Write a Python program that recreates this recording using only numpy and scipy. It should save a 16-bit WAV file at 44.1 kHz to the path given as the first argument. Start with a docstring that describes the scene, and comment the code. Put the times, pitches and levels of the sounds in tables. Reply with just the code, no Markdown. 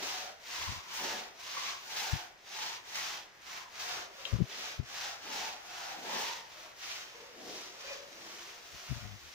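"""A long-handled brush scours a soapy woven plastic mat, back and forth, in a hard-walled room.
Its bristles hiss and crackle as random snaps, shaped by a spectrum and by the speed of each stroke.
They rasp over the ribs of the weave: resonances excited by snaps, at a pitch that follows the speed.
The pressed mat rustles, the head clacks as decaying modes, and squeaks are brief wavering sines.
Puffs of air buffet the left port as uneven low cycles, over a faint steady background of noise."""
import sys
import numpy as np
from scipy import signal
from scipy.fft import rfft, irfft
from scipy.io import wavfile
from scipy.ndimage import map_coordinates

SR = 44100
rng = np.random.default_rng(int(sys.argv[2]) if len(sys.argv) > 2 else 0)


def log_audio(samples):
    """Write samples as a 16-bit WAV file to the path given in sys.argv[1]."""
    # one column per channel
    frames = np.atleast_2d(samples).T
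    # limit to full scale, then quantise
    limited = np.clip(frames, -1, 1)
    pcm = np.round(limited * 32767).astype(np.int16)
    wavfile.write(sys.argv[1], SR, pcm)


N = 411894
T = np.arange(N) / SR
TICKS = T[::100]  # coarse times for slow curves [s]
BINS = np.fft.rfftfreq(N, 1 / SR)  # [Hz]


def amp(db):
    """Decibel law: amplitude ratio of a level."""
    return 10 ** (np.asarray(db) / 20)


def evened(x):
    """Normalisation to an rms of 1."""
    return x / np.sqrt(np.mean(x ** 2) + 1e-20)


def read(points, hz):
    """Interpolation of a spectrum by straight lines over log frequency."""
    f, value = np.transpose(points)
    return np.interp(np.log(hz + 1), np.log(f + 1), value)


def coloured(x, gain):
    """Linear filtering: each frequency is scaled by its gain."""
    return irfft(rfft(x) * gain, N)


def above(hz):
    """High-pass gain of a smooth crossover, one half at hz."""
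    return 1 - 1 / (1 + (BINS / hz) ** 4)


def wander(hz):
    """Low-passed noise: slow chance of rms 1, up to about hz."""
    return evened(coloured(rng.standard_normal(N), np.exp(-(BINS / hz) ** 2)))


def ports(pair, likeness):
    """Partial coherence: cross-mixing makes two unrelated signals alike, as at two close ports."""
    turn = np.arcsin(np.clip(read(likeness, BINS), 0, 1)) / 2
    return coloured(pair, np.cos(turn)) + coloured(pair[::-1], np.sin(turn))


def resonate(x, hz, width_hz):
    """Tracking resonance: shift the curve hz down to zero, low-pass steeply, and shift back."""
    turn = np.exp(2j * np.pi * np.cumsum(hz) / SR)
    r = np.exp(-np.pi * width_hz / SR)
    smooth = signal.lfilter([(1 - r) ** 2], [1, -2 * r, r * r], x / turn)
    return (turn * smooth).real


def flicks(per_s, spread_db):
    """Random impulses for each port: a wider spread sets a few large snaps among many small ones."""
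    size = amp(spread_db * np.minimum(rng.exponential(1, (2, N)), 4))
    sign = rng.choice([-1., 1.], (2, N))
    happens = rng.random((2, N)) < per_s / SR
    return evened(size * sign * happens)


def bell(s, half):
    """Gaussian swell over TICKS, 1 at its peak."""
    return np.exp(-.5 * ((TICKS - s) / half) ** 2)


def together(sizes):
    """Power addition of overlapping swells (one row each, over TICKS), given at every sample."""
    return np.interp(T, TICKS, np.sqrt(np.sum(np.square(sizes), 0)))


def shared(sizes, values):
    """Power-weighted mean of a property of overlapping swells, given at every sample."""
    weight = np.square(sizes) + 1e-30
    return np.interp(T, TICKS, np.sum(weight * values, 0) / np.sum(weight, 0))


# spectrum of the background: (frequency [Hz], relative level [dB])
AMBIENCE = [(20, 1.5), (50, 5.5), (120, 7), (300, -3), (800, 2), (2000, 10), (6000, -24), (15000, -37)]
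# likeness of the two ports in a diffuse field: (frequency [Hz], likeness [0-1])
DIFFUSE = [(50, 0.37), (300, 0.13), (650, 1), (1400, 0.04), (3000, 0)]


def ambience():
    """Diffuse field: faint steady coloured noise, partly alike at the two ports."""
    noise = ports(rng.standard_normal((2, N)), DIFFUSE)
    return amp(-62) * evened(coloured(noise, amp(read(AMBIENCE, BINS))))


# reverberation time of the room: (frequency [Hz], time to fall by 60 dB [s])
ROOM_T60 = [(100, 0.053), (500, 0.71), (2000, 0.23), (6000, 0.16), (9000, 0.16), (15000, 0.14)]


def tail():
    """Exponential decay: sparse reflections for each port, dying at a rate set by their frequency."""
    signs = rng.choice([-1., 1.], (2, N))
    taps = signs * (rng.random((2, N)) < 3000 / SR) * (T > .004)
    hz, t, z = signal.stft(ports(taps, DIFFUSE)[:, :SR], SR, nperseg=256)
    decay = amp(-60 * t / read(ROOM_T60, hz)[:, None])
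    echoes = signal.istft(z * decay, SR, nperseg=256)[1]
    return echoes / np.linalg.norm(echoes[0])


def room(x, wet_db, count=3):
    """Convolution: direct sound plus sets of reflections that steadily trade places, as paths change."""
    shares = [np.cos(np.pi * (2.3 * T + k / count)) * np.sqrt(2 / count) for k in range(count)]
    wet = sum(signal.fftconvolve(x * share, tail(), axes=1)[:, :N] for share in shares)
    return (x + amp(wet_db) * wet) / np.sqrt(1 + amp(2 * wet_db))


# strokes, push and pull in turn: (time when fastest [s], speeding up [s], slowing down [s],
# scrubbing relative level [dB], relative levels of the suds' slosh [dB], of the bristles' sizzle [dB]
# and of the tips' fine spray [dB], rasp relative level [dB], ribs crossed per second when fastest [Hz],
# glide over the stroke [octaves], the rasp's octave relative level [dB],
# where the brush stops as lag of the left port [ms])
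STROKES = [(.14, 0.5, 0.29, -42, 0, 1.5, 0, -53.5, 766, -0.38, -6, 0.081),
           (.61, 0.26, 0.36, -40.5, -0.5, 0.5, -0.5, -50.5, 1027, 0.27, -4.5, -0.18),
           (1.056, 0.28, 0.35, -39.5, 2, 0, -1, -49, 900, -0.66, -4, 0.093),
           (1.655, 0.4, .19, -40, -1.5, 0.5, -2.5, -49, 1100, 0.1, -6, -0.18),
           (2.045, .31, 0.34, -39, -2, -1.5, 0.5, -48.5, 830, -0.052, -1, 0.082),
           (2.655, 0.28, 0.23, -39.5, -2, -1, -2.5, -55, 915, 0.44, -6, -.16),
           (3.06, 0.31, .28, -40.5, 0, 0, -1, -55, 830, -0.049, -12, 0.043),
           (3.549, 0.18, 0.19, -46.5, 5, 0, 0, -62, 1040, 0.15, -12, -0.0045),
           (3.925, .31, 0.25, -42, 1.5, 1.5, -2, -52.5, 760, -0.46, -1, 0.17),
           (4.3, 0.29, 0.2, -50, 3.5, 0.5, 0.5, -56, 568, -0.24, -4, -0.00022),
           (4.655, 0.31, 0.23, -41, -2.5, -3, -2.5, -58.5, 663, 0.21, 0, 0.2),
           (5.035, 0.26, 0.24, -43, 3, 3.5, -0.5, -54, 770, -0.43, 0, -0.13),
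           (5.415, 0.32, 0.28, -41, 1, 0.5, -2.5, -49, 832, -0.11, -13, 0.12),
           (5.875, .42, 0.22, -46.5, 5, 2, 1, -52, 760, .05, -5, -.14),
           (6.21, 0.33, .35, -38.5, -2, -1.5, -3, -49.5, 913, 0.3, -4.5, 0.033),
           (6.64, 0.33, 0.18, -52, 3, -2.5, 1, -60, 645, 0.52, -6, 0.041),
           (6.895, .19, 0.35, -43.5, -2.5, -0.5, -0.5, -63, 730, -0.68, 0, 0.17),
           (7.17, 0.22, 0.47, -56.5, 3.5, 0, 1.5, -64, 479, 0.14, -9, 0.037),
           (7.57, 0.29, 0.33, -48.5, 0.5, 5, 0, -61, 365, .4, -9, 0.12),
           (7.915, .32, 0.22, -47, 1.5, 1, -2.5, -55.5, 550, -0.12, -11, 0.18),
           (8.43, 0.69, 0.35, -50.5, 2.5, 1.5, 1.5, -67.5, 370, 0.9, -10, -0.051),
           (8.93, 0.62, 0.36, -50, 1, 0, 2.5, -63, 677, 0.38, -3, 0.19),
           (9.29, 0.32, 0.3, -54.5, -0.5, -0.5, 2.5, -76, 610, -.05, -3, -0.2)]
LEAD_S = 0.0056  # the motion runs this far ahead of the listed times


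def motion():
    """Kinematics: each stroke's progress (-.5 to .5, 0 when fastest) and its speed, a cosine arch."""
    progress = np.array([np.interp(TICKS + LEAD_S, [s - rise, s, s + fall], [-.5, 0, .5])
                         for s, rise, fall, *_ in STROKES])
    return progress, np.abs(np.cos(np.pi * progress))


HISS_POWER = 2.41  # the scrubbing amplitude grows as this power of the speed


def scrubbing():
    """Power law of friction noise: how hard each stroke scrubs over time."""
    _, _, _, level_db, *_ = np.transpose(STROKES)[:, :, None]
    _, speed = motion()
    return amp(level_db) * speed ** HISS_POWER


def travel(pair):
    """Interaural-style delay: the lag between ports shifts as each stroke carries the brush across."""
    s, _, fall, *_, stop_ms = np.transpose(STROKES)
    lag_ms = np.interp(T, s + 0.63 * fall, stop_ms)
    lag = lag_ms * SR / 1000  # samples
    return np.array([map_coordinates(x, [np.arange(N) + side * lag], order=5)
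                     for x, side in zip(pair, (-.5, .5))])


# puffs of air: (time of the peak [s], relative level [dB], mean flutter [Hz], Gaussian half length [s],
# break-up into faster eddies [dB])
PUFFS = [(0.621, -50, 84.4, 0.019, -9), (0.693, -33, 74.2, 0.0094, -10), (0.722, -43, 113.5, 0.013, -11),
         (0.776, -46, 94, 0.014, -10), (2.137, -19.5, 97.2, 0.0037, -26), (2.157, -36, 105.5, 0.0094, -16),
         (4.337, -22.5, 117.8, 0.0066, -13), (4.356, -27.5, 118, 0.011, -17),
         (4.392, -28, 151.3, 0.0032, -16), (4.409, -24.5, 151, 0.0065, -6.5),
         (4.421, -17.5, 188.8, 0.003, -21), (4.435, -33, 134, 0.01, -25), (4.8, -25.5, 121.8, 0.0056, -14),
         (4.817, -44, 119, 0.021, -6), (8.75, -52, 74, .015, -3), (8.919, -28.5, 132, 0.012, -16),
         (8.969, -39.5, 107, 0.014, -10.5), (9.049, -41, 100.6, 0.029, -7.5),
         (9.131, -43.5, 98.7, 0.028, -9), (9.254, -56, 73.3, 0.027, -12)]


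def puffs():
    """Turbulence: each eddy of air pushes the left port and shakes it for a few uneven cycles."""
    out, t = np.zeros(N), np.arange(-SR // 12, SR // 12) / SR
    unrest, turbulence = np.tanh(wander(hz=260)), wander(hz=516)
    for s, db, hz, half, breakup_db in PUFFS:
        at = np.clip(round(s * SR) + np.arange(len(t)) - len(t) // 2, 0, N - 1)
        cycles = np.cumsum(hz * (1 + 0.35 * unrest[at])) / SR
        phase = 2 * np.pi * (cycles + rng.random())
        swell = np.exp(-.5 * (t / half) ** 2)
        eddies = np.sin(2 * phase) + 0.17 * np.sin(3 * phase) + 0.31 * turbulence[at]
        shake = np.sin(phase) + amp(breakup_db) * swell * eddies + 0.45 * np.sin(phase / 2)
        out[at] += amp(db + 2.5) * swell * shake
    return coloured(out, above(hz=40.7)) * amp([[0], [-42]])


# squeaks of clinging wet bristles: (time [s], relative level [dB], mean pitch [Hz], half length [s])
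SQUEAKS = [(7.89, -43, 2440, 0.0087), (7.92, -45, 2480, .015)]


def squeaks():
    """Stick-slip: bristles catch on the wet plastic and sing for a moment, wavering in pitch."""
    waver = np.cumsum(1 + 0.0128 * wander(hz=203)) / SR
    out = np.zeros(N)
    for s, db, hz, half in SQUEAKS:
        swell = amp(db - 4.3 * np.minimum(((T - s) / half) ** 2, 60))
        out += swell * np.sin(2 * np.pi * hz * waver)
    return np.array([out, out])


# knocks of the brush head: (time [s], relative level [dB], factor on the mode frequencies)
CLACKS = [(4.2518, -31.5, 0.98), (4.2586, -45, 1), (6.204, -45, 1), (7.931, -48, 1.7)]
# modes of the brush head: (frequency before that factor [Hz], relative level [dB], 60 dB decay time [s])
HEAD = [(2787, 9, .024), (3230, 10, 0.029), (3700, -5, 0.018), (3940, 6, 0.021), (7060, 6, 0.0057),
        (14900, -16, .004)]


def clacks():
    """Modal decay: the hard head rings briefly, nearer the left port; the wet mat cushions the blow."""
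    out = np.zeros(N)
    for s, db, factor in CLACKS:
        t = np.maximum(T[:SR] - (s % 1), 0)
        cushion = 1 - np.exp(-(t / 0.00063) ** 2)
        for hz, mode_db, t60 in HEAD:
            ring = amp(db + mode_db - 60 * t / t60) * np.sin(2 * np.pi * hz * factor * t)
            audible = hz * factor < SR / 2
            out[int(s) * SR:][:SR] += audible * ring * cushion
    return out * amp([[-1], [-8.5]])


# spectrum of the rustling mat: (frequency [Hz], relative level [dB])
MAT = [(40, -31), (120, -18), (200, 2.5), (330, -5), (480, 2.5), (700, 3.5), (1500, -25.5)]
# the brush leans on a loose part, which bellies up: (time [s], Gaussian half length [s],
# relative level [dB], hollow pitch [Hz])
PRESSES = [(0.025, 0.039, -45.5, 310), (1.047, 0.033, -44.5, 294), (1.14, 0.055, -45, 350),
           (3.853, .05, -59.5, 455), (4.01, 0.067, -56, 440), (4.363, 0.084, -55.5, 398),
           (4.6, 0.074, -56.5, 376), (5.338, 0.069, -50, 348), (6.023, 0.065, -51, 232),
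           (6.148, 0.072, -44, 464), (7.49, 0.097, -49.5, 350), (8.256, 0.14, -58, 333)]
# likeness of the two ports in the direct sound: (frequency [Hz], likeness [0-1])
DIRECT = [(50, 0.58), (350, 1), (900, 0.21), (2000, 0.17), (6000, 0.43), (10000, 0.077)]
# otherwise it rustles with the scrubbing (dB relative to it) and never quite settles
MAT_DRAG_DB, MAT_REST_DB, MAT_HZ = -23.5, -68.5, 383


def mat():
    """Cavity resonance: the mat rustles on the wet floor and sounds hollow where it bellies up."""
    drag = amp(MAT_DRAG_DB) * scrubbing().sum(0) + amp(MAT_REST_DB)
    pressure = [drag] + [amp(db) * bell(s, half) for s, half, db, _ in PRESSES]
    pitch = shared(pressure, np.array([MAT_HZ] + [hz for *_, hz in PRESSES])[:, None])
    shifts = ports(flicks(per_s=2500, spread_db=3.0), DIRECT)
    rustle = evened(coloured(shifts, amp(read(MAT, BINS))))
    taps = ports(flicks(per_s=2500, spread_db=0.0), DIRECT)
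    hollow = evened(resonate(taps, pitch, width_hz=202))
    return coloured(amp(-3.5) * rustle + amp(-7.5) * hollow, above(hz=131)) * together(pressure)


# the tufts grip the weave and the rasp sings out: (time [s], Gaussian half length [s], added level [dB])
GRIPS = [(0.3, 0.053, 8.5), (1.576, 0.013, 10), (2.61, 0.054, 7), (3.65, 0.032, 12), (6.147, 0.065, 7),
         (7.214, 0.071, 10), (7.47, 0.054, 14.5), (7.9, 0.047, 6), (8.254, 0.055, 12)]
RASP_POWER = 2.36  # the rasp's amplitude grows as this power of the speed
RASP_SAG = 0.091  # share by which its pitch drops as the brush comes to rest
RASP_GROWTH_DB = 6.5  # rise over one stroke


def ribs():
    """Periodic excitation: tufts cross ribs out of step, a fuzzy note, its octave and half its pitch."""
    *_, rasp_db, rib_hz, glide, octave_db, _ = np.transpose(STROKES)[:, :, None]
    progress, speed = motion()
    grip_db = sum(db * bell(s, half) for s, half, db in GRIPS)
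    force = amp(rasp_db + grip_db + RASP_GROWTH_DB * progress) * speed ** RASP_POWER
    hz = shared(force, rib_hz * 2 ** (glide * progress) * (1 - RASP_SAG * (1 - speed)))
    hz = hz * (1 + .035 * wander(hz=45))
    bumps = ports(flicks(per_s=4000, spread_db=2.5), DIRECT)
    # slow tufts stay in step and hum; fast ones scatter into a wider band
    scatter = np.clip((hz - 500) / 300, 0, 1)
    hum = evened(resonate(bumps, hz, width_hz=122))
    rasp = evened(resonate(bumps, hz, width_hz=173))
    note = amp(-1.9) * (1 - scatter) * hum + amp(1.6) * scatter * rasp
    octave = evened(resonate(bumps, 2 * hz, width_hz=250))
    octave_gain = amp(shared(force, octave_db) + 0.6)
    # strands go over and under, so every second rib is alike
    half = evened(resonate(bumps, hz / 2, width_hz=62))
    return together(force) * (note + octave_gain * octave + amp(-17.5) * scatter * half)


# spectrum of the bristles: (frequency [Hz], relative level per Hz [dB])
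BRISTLES = [(150, -18), (400, -30.5), (700, -5), (1100, -1.5), (1700, -1), (2700, -0.5), (3600, -1.5),
            (4400, -2), (6000, -0.6), (7000, -6.5), (8200, -16), (11000, -18), (13800, -19), (14500, -10.5),
            (15500, -12.5)]
# the bristles dig in abruptly: (onset [s], relative level [dB], extra spray [dB])
BITES = [(.02, -38, 0), (0.931, -48, 7.5), (1.385, -49, 2), (1.68, -41, -1), (1.96, -39, 2),
         (2.941, -38, 2), (3.79, -42, 4), (4.26, -54, 0), (4.485, -44.5, -5), (5.32, -54, 6),
         (6.18, -40.5, 5), (6.81, -45.5, -4)]
BITE_RISE_S, BITE_DECAY_S = 0.011, 0.096
REST_DB = -62  # wet bristles still fizz at the turns (relative level)
SLOSH_GROWTH_DB, SPRAY_GROWTH_DB = 0.5, -4  # change over one stroke, as suds gather in the bristles
SIZZLE_SPEED_DB, SPRAY_SPEED_DB = 5, -1  # change from rest to full speed


def bristles():
    """Friction noise: dense snaps clump as tufts catch and let go; tips spray early, suds slosh late."""
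    _, _, _, _, slosh_db, sizzle_db, spray_db, *_ = np.transpose(STROKES)[:, :, None]
    bite_s, bite_db, bite_spray_db = np.transpose(BITES)[:, :, None]
    progress, speed = motion()
    force = scrubbing()
    since = np.maximum(TICKS - bite_s, 0)
    bites = np.minimum(since / BITE_RISE_S, 1) * np.exp(-since / BITE_DECAY_S)
    level = np.hypot(together([*force, *(amp(bite_db) * bites)]), amp(REST_DB))

    clumping = amp(0.63 * wander(hz=121) + 0.22 * wander(hz=25))
    clicks = flicks(per_s=12000, spread_db=2.0) * clumping
    hiss = evened(coloured(ports(clicks, DIRECT), amp(read(BRISTLES, BINS))))

    # four bands, from low to high: slosh, scratch, sizzle, spray
    slosh = coloured(hiss, 1 - above(hz=2160))
    spray = coloured(hiss, above(hz=6970))
    sizzle = coloured(hiss, above(hz=4000)) - spray
    scratch = hiss - slosh - sizzle - spray

    sloshing_db = shared(force, slosh_db + SLOSH_GROWTH_DB * progress)
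    slosh_gain = amp(sloshing_db - 1.5 + 0.54 * wander(hz=22))
    scratch_gain = amp(0.8 + 1.3 * wander(hz=30))
    sizzle_gain = amp(shared(force, sizzle_db + SIZZLE_SPEED_DB * (speed - 1)) - 0.2)
    spraying_db = spray_db + SPRAY_GROWTH_DB * progress + SPRAY_SPEED_DB * (speed - 1)
    spraying_db = spraying_db + np.sum(bite_spray_db * bites, 0)
    spray_gain = amp(shared(force, spraying_db) - 3.5)
    bands = slosh * slosh_gain + scratch * scratch_gain + sizzle * sizzle_gain + spray * spray_gain
    return amp(2.5) * level * bands


# balance of the brush between the ports: (frequency [Hz], left minus right [dB])
LEFT_BIAS = [(200, 1.5), (1200, 0), (2400, -1), (4400, 0), (8000, 4), (15000, 4.5)]


def scene():
    """Superposition: the brush in its room, the puffs and the background add up."""
    contact = bristles() + ribs() + mat() + clacks() + squeaks()
    brush = room(travel(contact), wet_db=-7.5)
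    sides = amp(read(LEFT_BIAS, BINS) * np.array([[.5], [-.5]]))
    return coloured(brush, sides) + puffs() + ambience()


EDGE_HZ = 15600


def record(dry):
    """Band limiting: a steep low-pass filter removes what lies above the edge."""
    lowpass = signal.firwin(511, EDGE_HZ, window=("kaiser", 9), fs=SR)
    return signal.oaconvolve(dry, lowpass[None], "same")


dry = scene()
out = record(dry)
log_audio(out)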